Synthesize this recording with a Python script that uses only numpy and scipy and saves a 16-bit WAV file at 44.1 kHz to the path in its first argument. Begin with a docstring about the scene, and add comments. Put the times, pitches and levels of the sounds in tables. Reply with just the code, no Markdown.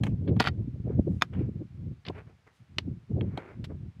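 """Snow-covered boulders in open, echoless air, crossed by a hiker. Trekking pole tips click and skid
on rock and ring their shafts briefly. Gusts buffet the body-worn microphone with a low rumble.
Boots and pole baskets press into the snow, which crunches softly in tiny grains.
Clothes brush faintly over a thin hiss."""
import sys
import numpy as np
from scipy import signal
from scipy.fft import rfft, irfft
from scipy.io import wavfile
from scipy.ndimage import uniform_filter1d

SR = 44100
rng = np.random.default_rng(int(sys.argv[2]) if len(sys.argv) > 2 else 0)


def transcribe(u):
    """Save the signal u as a 16-bit wav file named by the first command-line argument.

    u: samples, shape (n,) or (channels, n), limited to [-1, 1]; the rate is SR.
    q: integer samples, one column per channel.
    """
    v = np.clip(np.atleast_2d(u).T, -1, 1)
    q = np.round(v * 32767).astype(np.int16)
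    wavfile.write(sys.argv[1], SR, q)


N = 4 * SR


def poles():
    """Tip on rock: gritty crack, short ring and knock, dulled by snow on the stone; sparkle on top."""
    # Each row: start in seconds, rock kind, level in dB, clack centre in Hz, low-pass edge in Hz,
    # sparkle and knock in dB re level, contact time in ms.
    strikes = [(0.0347, "stone", -30, 2440, 4260, -18.5, 8, 6.1),
               (0.0664, "stone", -33, 1900, 2880, -27, 3, 7.4),
               (0.276, "stone", -46, 2370, 4200, -44.5, 9, 21),
               (0.364, "stone", -50.5, 1630, 4200, -27, 15, 14),
               (0.3989, "slab", -17.5, 4160, 5200, -27, -14, 6.7),
               (.4030, "slab", -15, 1200, 6000, -25, -2, 5),
               (0.4157, "slab", -29.5, 3014, 5200, -33, -6, 4.34),
               (0.4233, "slab", -30, 2660, 4750, -27, -23, 11),
               (0.4405, "slab", -28.5, 2610, 4760, -25, -11, 4.4),
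               (.4500, "slab", -29.5, 1974, 4400, -29, 1, 5.8),
               (0.4588, "slab", -27, 2360, 4800, -32, -29, 4.7),
               (0.465, "slab", -29.5, 2320, 5000, -28, -13, 4.9),
               (0.4716, "slab", -18.5, 1830, 5300, -32.5, -20.5, 8.9),
               (0.484, "slab", -24.5, 1900, 5400, -26, -8, 2.6),
               (1.2127, "block", -34, 1800, 7180, -34.5, -8, 2.9),
               (1.2208, "block", -11, 1378, 8850, -26, -17.5, 3.1),
               (2.051, "stone", -41, 2820, 4600, -42.5, -14.5, 9.5),
               (2.0642, "ridge", -37.5, 3560, 5500, -54, -5.5, 7.5),
               (2.084, "ridge", -29, 3400, 5200, -35.5, -12, 3),
               (2.0973, "slab", -35, 774, 1140, -32, 8, 5.2),
               (2.7836, "ridge", -18.5, 2960, 7100, -27, -13, 4.4),
               (3.2096, "stone", -33, 2190, 3580, -39, -0.5, 1.63),
               (3.375, "stone", -31.5, 2700, 4350, -19.5, 4.5, 2),
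               (3.6415, "ridge", -40, 3050, 6100, -21.5, -4, 13.3)]
    # Modes of pole and rock ringing together, by rock kind. Each row: frequency in Hz, level in dB.
    modes = { "slab": [(738, 7.5), (1390, 5.5), (1910, 3.5), (2480, -6), (3090, 0), (3750, -1.5), (4480, 1),
             (4960, -6.5)], "block": [(720, 5), (960, 1.5), (1250, 4.5), (1600, -6), (1908, -3), (2457, 6),
             (3100, -36), (3571, 8.5), (4900, -6), (5280, -2.5), (6540, -1)], "ridge": [(480, -4),
             (1250, -4), (1620, -19), (2177, 2.5), (2502, 3), (2955, 10), (3600, 6), (4400, -22),
             (5080, -4.5), (6577, -4)], "stone": [(1650, -2), (2200, 0), (2650, -7), (3230, 3), (4180, 0)],
             }
    # Ring time to -60 dB in seconds, by rock kind.
    ring_t60_s = {"slab": .028, "block": .02, "ridge": .014, "stone": .019}
    # Noise spectra of a contact. Each row: frequency in Hz, relative level in dB.
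    crack_spectrum = [(200, -11), (600, -0.5), (1200, 3.5), (2500, -1.5), (4300, -3.5), (5200, -5),
                      (5800, -10), (7200, -21.5), (9000, -18.5), (16000, -45.5)]
    knock_spectrum = [(60, -17), (200, 9.5), (450, 0), (750, -3.5), (1100, -12), (2000, -39.5),
                      (6000, -66.5)]
    sparkle_spectrum = [(3000, -18), (6000, 4), (7000, 2.5), (8500, -3.5), (11000, -5.5), (14000, -12),
                        (16000, -28.5)]
    ring_db, crack_db, tail_db, scatter_db = -1, -6, -17, 0.5
    attack_s, tail_s, knock_s = 0.0004, 0.01, 0.0073
    ring_focus, detune = 0.55, 0.004  # share of the clack colouring in the ring; relative pitch spread
    out, t = np.zeros(N), np.arange(SR // 10) / SR
    attack = 1 - np.exp(-t / attack_s)
    for start_s, rock, level_db, centre_hz, edge_hz, sparkle_db, knock_db, contact_ms in strikes:
        hz, db = np.array(modes[rock]).T[:, :, None]
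        noise = rng.standard_normal((3, len(t)))
        gain = undb(db + ring_focus * clack_db(hz, centre_hz) + scatter_db * rng.standard_normal(hz.shape))
        detuned_hz = hz * (1 + detune * rng.standard_normal(hz.shape))
        phase = 2 * np.pi * detuned_hz * t + np.pi * np.arange(len(hz))[:, None]  # alternating signs
        decay = np.exp(-np.log(1000) * t / ring_t60_s[rock])
        ring = (gain * np.sin(phase) * decay).sum(0) / np.sqrt(np.sum(gain ** 2) / 2)
        contact = np.exp(-(1000 * t / contact_ms) ** 2) + undb(tail_db) * np.exp(-t / tail_s)
        crack = contact * steady(colour(noise[0], crack_spectrum, focus_hz=centre_hz), span_s=0.0017)
        knock = steady(colour(noise[1], knock_spectrum), span_s=0.0051) * np.exp(-t / knock_s)
        impact = attack * (undb(ring_db) * ring + undb(crack_db) * crack + undb(knock_db) * knock)
        sparkle = undb(sparkle_db) * attack * contact * colour(noise[2], sparkle_spectrum)
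        snow_cushion = signal.butter(7, edge_hz, fs=SR, output="sos")
        add(out, start_s, undb(level_db) * (signal.sosfilt(snow_cushion, impact) + sparkle))
    return out


def wind():
    """Eddies rumble at the microphone; stronger gusts reach higher, lulls interrupt, buffets thump."""
    # Rumble contour, one list per gust. Each point: time in seconds, level in dB.
    gusts = [
        [(0.0, -26.5), (0.244, -34.5), (0.288, -26.5), (0.782, -36.5), (0.79, -47)],
        [(0.8, -38), (1.006, -25), (1.03, -40.5), (1.104, -26.5), (1.3, -47.5)],
        [(1.31, -42), (1.382, -28), (1.53, -38.5), (1.748, -44.5), (1.894, -35), (2.02, -64.5)],
        [(2.03, -71), (2.088, -41), (2.578, -74.5), (2.61, -53.5), (2.68, -70)],
        [(2.69, -63), (2.698, -54), (2.9, -34), (3.048, -59), (3.06, -65)],
        [(3.07, -65.5), (3.1, -34.5), (3.22, -29.5), (3.38, -40), (3.41, -54), (3.5, -61)],
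        [(3.51, -56.5), (3.57, -38), (3.896, -41.5), (3.936, -64), (4.0, -41.5)],
    ]
    # Short lulls. Each row: centre in seconds, level change in dB.
    lulls = [(0.441, -11), (0.721, -8), (1.2, -8), (1.694, -9.5), (2.38, -6.5)]
    # Rumble bands at the reference gust. Each row: centre in Hz, relative level in dB.
    rumble_bands = [(50, -26.5), (72, -7.5), (105, 1), (150, -2.5), (215, -8), (305, -13.5), (430, -24),
                    (610, -34.5), (860, -41)]
    # Single hard buffets. Each row: centre in seconds, level in dB, half width in seconds, top in Hz.
    buffets = [(0.289, -26, 0.011, 330), (0.309, -31.5, 0.027, 516), (0.372, -21, 0.0098, 221.5),
               (0.679, -24, 0.003, 238), (0.76, -42, 0.0024, 487), (0.876, -37, 0.0063, 593),
               (0.903, -25.5, 0.0028, 404), (0.994, -27.5, 0.0019, 586), (0.996, -9, 0.0015, 207),
               (1.076, -24.5, 0.0052, 478), (1.109, -26, 0.013, 197), (1.413, -26.5, 0.0055, 387),
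               (1.491, -27, 0.0052, 279), (1.617, -34, 0.0084, 355), (2.885, -34, 0.013, 263),
               (3.112, -30.5, 0.0074, 356), (3.181, -32.5, 0.011, 540), (3.228, -31, 0.015, 435)]
    reference_db, trim_db, flutter_db, band_flutter_db = -30, -2.5, 4, 2
    lull_s, eddy_s, lowpass_hz = 0.027, 0.033, 960
    brighten = 0.12  # dB per octave for each dB of gust
    gust_db = np.interp(np.arange(N) / SR, *np.vstack(gusts).T) - reference_db
    gust_db += flutter_db * np.tanh(band_noise(7, 20, order=2))
    gust_db += sum(db * swell(centre_s, lull_s) for centre_s, db in lulls)
    out = np.zeros(N)
    for hz, db in rumble_bands:
        growth = 1 + brighten * np.log2(hz / 100)
        swing_db = growth * gust_db + band_flutter_db * band_noise(2.7, 40, order=2)
        eddies = steady(band_noise(hz / 1.25, hz * 1.233), eddy_s)
        out += eddies * undb(reference_db + trim_db + db + swing_db)
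    for centre_s, db, half_s, top_hz in buffets:
        thump = steady(band_noise(top_hz / 2.8, top_hz, order=4), span_s=2 / top_hz)
        out += undb(db) * swell(centre_s, half_s) * thump
    return signal.sosfilt(signal.butter(4, lowpass_hz, fs=SR, output="sos"), out)


def snow():
    """Packing snow breaks in dense tiny grains that swell with the weight; firmer snow sounds higher."""
    # Presses of boots and baskets. Each row: start, rise and fall in seconds, level in dB,
    # tilt in dB per octave, spectral knee in Hz.
    crunches = [(0.027, 0.022, 0.055, -52.5, 5.5, 2700), (.39, 0.019, 0.018, -34.5, -1, 3700),
                (0.838, 0.081, 0.045, -48, -10.5, 2360), (1.325, 0.015, 0.058, -44.5, -6, 3100),
                (1.362, 0.039, 0.086, -56, -1.5, 2525), (2.049, 0.03, 0.034, -46.5, -3, 2595),
                (2.114, 0.074, 0.041, -47, -4.5, 2560), (2.25, 0.048, 0.05, -60, -6, 2430),
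                (2.462, 0.012, 0.032, -55, -0.5, 2075), (3.171, 0.34, 0.047, -53.5, -3.5, 2230),
                (3.365, 0.0094, 0.089, -41.5, -5, 2480), (3.42, 0.083, 0.084, -52, -5.5, 2400),
                (3.688, 0.025, 0.029, -41, -13.5, 2300)]
    # Crunch spectrum at the reference knee. Each row: frequency in Hz, relative level in dB.
    snow_spectrum = [(100, -11), (450, 0), (750, -3.5), (1100, -3.5), (1600, -1), (1950, -3), (2350, 0),
                     (2700, -6), (3150, -14), (5000, -24), (10000, -31.5), (16000, -43.5)]
    grains_per_s, reference_knee_hz, uneven_packing_db = 2200, 2500, 0.5
    out, t = np.zeros(N), np.arange(SR // 2) / SR
    for start_s, rise_s, fall_s, db, tilt_db_per_oct, knee_hz in crunches:
        grains = (rng.random(len(t)) < grains_per_s / SR) * rng.standard_normal(len(t))
        weight = np.minimum(t / rise_s, 1) * np.exp(-2 * np.maximum(t - rise_s, 0) / fall_s)
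        spectrum = np.array(snow_spectrum) * [knee_hz / reference_knee_hz, 1]
        add(out, start_s, undb(db) * weight * colour(grains, spectrum, tilt_db_per_oct))
    return out * undb(uneven_packing_db * band_noise(25, 160, order=2))


def clothes():
    """Cloth brushes in faint swells of bright noise."""
    # Each row: centre in seconds, level in dB, half width in seconds.
    brushes = [(1.143, -75, 0.063), (2.567, -76.5, 0.028)]
    # Brushing spectrum. Each row: frequency in Hz, relative level in dB.
    cloth_spectrum = [(500, 3), (3000, 5), (6000, 3), (12000, -3.5), (16000, -26.5)]
    brushing = sum(undb(db) * swell(centre_s, half_s) for centre_s, db, half_s in brushes)
    return brushing * colour(rng.standard_normal(N), cloth_spectrum)


def air(level_db=-71):
    """Thin steady hiss."""
    # Hiss spectrum. Each row: frequency in Hz, relative level in dB.
    air_spectrum = [(30, -10), (100, 1), (300, -5), (800, -4.5), (2200, -7), (5000, -17), (10000, -27.5),
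                    (13000, -33.5), (16000, -39.5)]
    return undb(level_db) * colour(rng.standard_normal(N), air_spectrum)


def clack_db(hz, centre_hz):
    """Level around the band that a contact favours; the low side drops slightly more."""
    skirt_db_per_oct, top_width_oct, low_side_db = 9, 0.35, -0.5
    octaves = np.log2(hz / centre_hz)
    skirts_db = -skirt_db_per_oct * np.hypot(octaves, top_width_oct)
    return skirts_db + low_side_db * np.clip(-2 * octaves - 1, 0, 1)


def colour(x, spectrum, tilt_db_per_oct=0, focus_hz=0):
    """Apply a spectrum, tilted about 2 kHz and optionally focused on a clack band; rms 1."""
    bin_hz = np.maximum(np.arange(len(x) // 2 + 1) * SR / len(x), 1)
    hz, db = np.array(spectrum, float).T
    octaves = np.log2(np.clip(bin_hz, 400, 6000) / 2000)
    shape_db = np.interp(np.log(bin_hz), np.log(hz), db) + tilt_db_per_oct * octaves
    if focus_hz:
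        shape_db += clack_db(bin_hz, focus_hz)
    return unit_rms(irfft(rfft(x) * undb(shape_db), len(x)))


def band_noise(lo_hz, hi_hz, order=3):
    """Noise between two edges; rms 1."""
    sos = signal.butter(order, [lo_hz, hi_hz], "band", fs=SR, output="sos")
    return unit_rms(signal.sosfilt(sos, rng.standard_normal(N)))


def steady(x, span_s):
    """Hold the running rms near 1."""
    power = uniform_filter1d(x ** 2, max(int(span_s * SR), 2))
    return x / np.sqrt(np.abs(power) + 1e-9)


def swell(centre_s, half_s):
    """Gaussian envelope; peak 1."""
    return np.exp(-0.5 * ((np.arange(N) / SR - centre_s) / half_s) ** 2)


def undb(db):
    return 10 ** (np.asarray(db) / 20)


def unit_rms(x):
    return x / np.sqrt(np.mean(x ** 2) + 1e-20)


def add(out, start_s, x):
    i = max(int(start_s * SR), 0)
    out[i:i + len(x)] += x[:max(N - i, 0)]


def scene():
    """All sources at one microphone."""
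    return (poles() + snow() + wind() + air() + clothes())[None]


def record(dry):
    """Cut the deep bass and the extreme treble."""
    highpass_hz, lowpass_hz = 48, 15600
    lean = signal.sosfilt(signal.butter(3, highpass_hz, "high", fs=SR, output="sos"), dry)
    return signal.sosfilt(signal.ellip(8, 0.2, 70, lowpass_hz, fs=SR, output="sos"), lean)


dry = scene()
out = record(dry)
transcribe(out)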